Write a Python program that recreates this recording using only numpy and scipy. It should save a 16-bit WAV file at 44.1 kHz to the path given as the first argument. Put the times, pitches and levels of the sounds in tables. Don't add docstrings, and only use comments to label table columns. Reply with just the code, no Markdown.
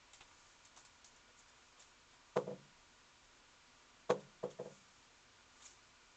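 import sys
import numpy as np
from scipy import signal
from scipy.fft import rfft, irfft, next_fast_len
from scipy.io import wavfile
from scipy.ndimage import uniform_filter1d, map_coordinates

SR = 44100
rng = np.random.default_rng(int(sys.argv[2]) if len(sys.argv) > 2 else 0)


def magnitude_from_level(level_db):
    exponent = np.asarray(level_db, float) / 20
    return 10 ** exponent


def wav_record(signal):
    frames = np.transpose(np.atleast_2d(signal))
    bounded = np.clip(frames, -1, 1)
    quanta = np.round(bounded * 32767).astype(np.int16)
    wavfile.write(sys.argv[1], SR, quanta)


N = 271788

# (frequency [Hz], relative level [dB])
NIGHT_TONE = [(12, -31.5), (20, 3), (119, -4.5), (208, -9.5), (242, -2), (296, -6.5), (354, -12),
              (434, -6.5), (841, -7), (980, -4.5), (2100, -7), (2390, -6), (6600, -12.5), (7690, -16),
              (8730, -35.5), (11300, -71), (19200, -120)]
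# (centre [Hz], width [Hz], level [dB])
HUM_BANDS = [(253, 25, -90.5), (353.3, 8.9, -87), (958, 54, -80), (1182, 10, -81.5), (1439, 33, -79.5),
             (2340, 46, -86.5)]
# (middle time [s], half length [s], level [dB])
FUR_SHIFTS = [(0.437, 0.15, -77), (4.747, 0.19, -78.5), (5.68, 0.14, -78)]
# (time [s], level [dB], sharpness [dB], drag [dB], rise [s])
CLAW_SCRATCHES = [(0.1317, -63, 5.5, 1.5, 0.0029), (0.2032, -65, -1.5, 7, 0.0055),
                  (0.309, -73.5, -6.5, .1, 0.0037), (0.649, -69.5, 7.5, .1, .003),
                  (.762, -64, 3, 0.5, .0033), (.771, -62, -0.5, -5.5, 0.004), (.8487, -65.5, 4, -1, .002),
                  (1.042, -67, 9.5, -1, 0.0032), (1.1593, -70.5, 1.5, -1, 0.0036),
                  (1.36, -72, 6.5, -9, .038), (1.4794, -72.5, 3, 4.5, .0045), (1.76, -73.5, -4.5, 0, 0.023),
                  (1.794, -71.5, 8.5, 3, 0.0068), (1.819, -76, 3, 3, 0.0033), (2.129, -72, -2, 3, 0.0078),
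                  (4.19, -69.5, -1.5, 0, 0.016), (4.499, -67, 5, 2, 0.0075), (5.6, -73, 2, 4, .012),
                  (5.62, -74, 12, 8.5, 0.004), (5.638, -67, 9, 3.5, 0.028), (5.7044, -77, 2, .1, .005)]
# (frequency [Hz], relative level [dB])
TIP_HISS_TONE = [(2500, -27), (4300, -5.5), (5000, -6), (6000, -2), (7200, 2), (8200, -12.5), (9000, -28)]
# (frequency [Hz], relative level [dB])
SCRAPE_TONE = [(1200, -9.5), (2000, -1), (2800, -3), (3800, 0), (4600, -32)]
# (frequency [Hz], relative level [dB])
WOOD_TAP_TONE = [(350, -13), (600, 7.5), (1100, 12), (1500, -1.5), (2300, -36)]
# (hiss [s], scrape [s], tap [s])
SCRATCH_T60_S = (.17, .13, 0.11)
# (time after the crest [s], push level at the lift level [dB],
# growth per dB of knock above it [dB])
HOUSING_LANDINGS = [(0, -25.5, 0.5), (.0049, -23.5, 0), (.0061, -64.5, 10.5), (.01, -56, 6.5),
                    (0.019, -61, 7.5)]
# (frequency [Hz], width [Hz], level [dB])
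HOUSING_SHELL = [(910, 27, 12.5), (1120, 150, 7.5), (1470, 86, -1), (7400, 310, -14.5)]
# (crest time [s], level [dB], hardness [dB per octave up],
# weight [dB per octave down])
BODY_KNOCKS = [(1.294, -67, 11, -11), (1.79, -71, 3, -4), (2.3694, -25, -5.5, -0.5), (2.441, -57, 5, 9),
               (2.4793, -35.5, -4.5, 1.5), (2.5136, -40, 2, 3), (2.541, -54, -4, 8), (2.598, -71, -1, 6.5),
               (4.1041, -23, -9.5, -2.5), (4.18, -57, 10, 1), (4.272, -65, 3, 7.5), (4.4403, -31.5, 0, -1),
               (4.522, -64, -4, 8.5), (4.5998, -36.5, 1, -0.5), (4.6602, -43.5, 2.5, 1.5),
               (4.708, -57.5, -1, 7)]
MODE_HZ = [143, 193, 228, 293, 320, 368, 424, 448, 490, 518, 544, 620, 635, 691, 715, 823, 896, 972, 1040,
           1190, 1310, 1460, 1600, 1800, 1960]
# (level [dB], 60 dB decay [s], signed motion under the camera [ratio])
RAIL_MODES = [(-13.5, 0.24, 0.92), (-9.5, 0.14, 0.86), (-28, 0.2, -1.2), (-21.5, 0.22, -1.26),
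              (-27, 0.16, 0.61), (-13.5, 0.2, 0.98), (-10, 0.23, 0.86), (-30.5, 0.31, 0.8), (0, 0.14, 0.95),
              (-4, 0.15, -0.69), (-11.5, 0.26, 0.87), (-15.5, 0.29, 0.45), (-6.5, 0.041, 0.99),
              (-15.5, 0.22, 0.68), (-12, 0.045, -0.75), (-15.5, 0.15, 0.74), (-23.5, 0.13, -1.4),
              (-19.5, 0.062, 0.76), (-27, 0.1, 0.81), (-26, 0.04, -0.39), (-25, 0.12, -0.34),
              (-24.5, 0.077, -0.011), (-31, 0.072, -1.2), (-35, 0.024, 1), (-32, .06, 0.43)]

NIGHT_DB = -67
FUR_REST_DB = -78
TRAVEL_S = 0.012
LIFT_DB = -27
CONTACT_MS = 0.17
PIVOT_HZ = 490
# (hiss, scrape, tap) at the lift level, and dB more per dB of knock
JOLT_DB, JOLT_GROWTH, JOLT_T60_S = (-61, -59, -44), 1.8, 0.14
SWAY_DB, SWAY_RISE_S, SWAY_T60_S, SWAY_WIDTH_HZ = -26, 0.037, 0.59, 22
RAIL_LOW_HZ, RAIL_TOP_HZ = 105, 7800
BAND_LIMIT_HZ = 8940


def along(points, hz):
    point_hz, point_db = np.transpose(points)
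    return np.interp(np.log(hz + 1), np.log(point_hz + 1), point_db)


def unit(x):
    return x / np.sqrt(np.mean(x ** 2) + 1e-20)


def filtered(x, response):
    size = next_fast_len(N + SR // 2)
    spectrum = rfft(x, size) * response(np.fft.rfftfreq(size, 1 / SR))
    return irfft(spectrum, size)[..., :N]


def noise(tone):
    return unit(filtered(rng.standard_normal(N), lambda hz: magnitude_from_level(along(tone, hz))))


def resonance(centre_hz, width_hz):
    return lambda hz: 1j * hz * width_hz / (centre_hz ** 2 - hz * hz + 1j * hz * width_hz)


def ringing_noise(response):
    return unit(filtered(rng.standard_normal(N), response))


def wobble(rate):
    knots = rng.standard_normal(int(N * rate / SR) + 4)
    return map_coordinates(knots, [np.arange(N) * rate / SR])


def patchy(x):
    bins = signal.stft(x, nperseg=256)[2]
    field = uniform_filter1d(rng.standard_normal(bins.shape), size=4, axis=0)
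    field = uniform_filter1d(field, size=8, axis=1)
    gain = magnitude_from_level(2.5 * unit(field))
    return unit(signal.istft(bins * gain, nperseg=256)[1][:N])


def night():
    hum = sum(magnitude_from_level(db) * ringing_noise(resonance(hz, width)) for hz, width, db in HUM_BANDS)
    return magnitude_from_level(NIGHT_DB) * noise(NIGHT_TONE) + hum


def fur():
    t = np.arange(N) / SR
    swells = sum(magnitude_from_level(db) * np.exp(-((t - middle) / half) ** 2) for middle, half, db in FUR_SHIFTS)
    flutter_db = 1.5 * wobble(20)
    return (magnitude_from_level(FUR_REST_DB) + swells) * magnitude_from_level(flutter_db) * noise(TIP_HISS_TONE)


def claws():
    bursts = []  # (start [s], hiss/scrape/tap levels [dB], rise [s], decays [s])
    for s, db, sharp_db, drag_db, rise in CLAW_SCRATCHES:
        bursts.append((s, [db + sharp_db, db + drag_db, db - sharp_db], rise, SCRATCH_T60_S))
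    for s, db, *_ in BODY_KNOCKS:
        jolt_db = np.add(JOLT_DB, JOLT_GROWTH * (db - LIFT_DB))
        bursts.append((s - TRAVEL_S, jolt_db, TRAVEL_S, [JOLT_T60_S]))

    t = np.arange(SR // 3) / SR
    strokes = np.zeros((3, N + SR))
    for s, layers_db, rise, t60 in bursts:
        fade_db = -60 * np.maximum(t - rise, 0) / np.reshape(t60, (-1, 1))
        shape = np.clip(t / rise, 0, 1) * magnitude_from_level(fade_db)
        strokes[:, round(s * SR):][:, :len(t)] += magnitude_from_level(np.reshape(layers_db, (-1, 1))) * shape

    grit = magnitude_from_level(2.0 * np.array([wobble(900), wobble(500), wobble(250)]))
    layers = [patchy(noise(TIP_HISS_TONE)), patchy(noise(SCRAPE_TONE)), noise(WOOD_TAP_TONE)]
    return sum(grit * strokes[:, :N] * layers)


def chatter():
    landings = []  # (time [s], level [dB])
    for s, knock_db, *_ in BODY_KNOCKS:
        if knock_db > LIFT_DB:
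            for after, db, growth in HOUSING_LANDINGS:
                landings.append((s + after, db + growth * (knock_db - LIFT_DB)))

    t = np.arange(-200, 600) / SR
    push = np.exp(-np.abs(t) * 1000 / CONTACT_MS * 2)
    tail = magnitude_from_level(-29 - 60 * t / 0.0026) * (t > 0)
    out = np.zeros(N)
    for s, db in landings:
        buzz = tail * rng.standard_normal(len(t))
        out[round(s * SR) - 200:][:len(t)] += magnitude_from_level(db) * (push + buzz)

    def shell(hz):
        ringing = sum(magnitude_from_level(db) * resonance(centre, width)(hz) for centre, width, db in HOUSING_SHELL)
        low_cut = (1j * hz / (120 + 1j * hz)) ** 2
        return (1 + ringing) * low_cut
    return filtered(out, shell)


def knocks():
    t = np.arange(SR // 2) / SR
    hz = np.c_[MODE_HZ]
    mode_db, t60, sign = np.transpose(RAIL_MODES)[:, :, None]
    build = np.clip(t / TRAVEL_S, 0, 1) ** (3.7 * (PIVOT_HZ / hz) ** 0.5)
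    swell = np.clip(t / 0.0021, 0, 1) * (0.086 + 0.73 * build)
    decay = magnitude_from_level(mode_db - 60 * (t - TRAVEL_S) / t60)
    ring = sign * swell * decay * np.cos(2 * np.pi * hz * (t - TRAVEL_S))
    shudder = magnitude_from_level(SWAY_DB - 60 * t / SWAY_T60_S) * np.clip(t / SWAY_RISE_S, 0, 1)

    octaves = np.log2(hz[:, 0] / PIVOT_HZ)
    out, sway = np.zeros(N + SR), np.zeros(N + SR)
    for s, db, hard_db, weight_db in BODY_KNOCKS:
        tilt_db = hard_db * np.maximum(octaves, 0) + weight_db * np.maximum(-octaves, 0)
        scatter_db = 0.6 * rng.standard_normal(len(octaves))
        out[round((s - TRAVEL_S) * SR):][:len(t)] += magnitude_from_level(db + tilt_db + scatter_db) @ ring
        sway[round(s * SR):][:len(t)] += magnitude_from_level(db) * shudder

    def two_lowest_modes(f):
        return sum(resonance(centre, SWAY_WIDTH_HZ)(f) ** 2 for centre in MODE_HZ[:2])
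    return out[:N] + sway[:N] * ringing_noise(two_lowest_modes)


def scene():
    def rail(hz):
        top_cut = 1 / (1 + (hz / RAIL_TOP_HZ) ** 16)
        low_cut = 1 / (1 + (RAIL_LOW_HZ / (hz + 1)) ** 8)
        return top_cut * low_cut
    through_rail = filtered(knocks() + chatter(), rail)
    return (through_rail + claws() + fur() + night())[None]


def low_pass(x):
    return signal.sosfilt(signal.butter(12, 8880, fs=SR, output="sos"), x)


def record(dry):
    band_limited = filtered(dry, lambda hz: hz < BAND_LIMIT_HZ)
    return low_pass(band_limited)


dry = scene()
out = record(dry)
wav_record(out)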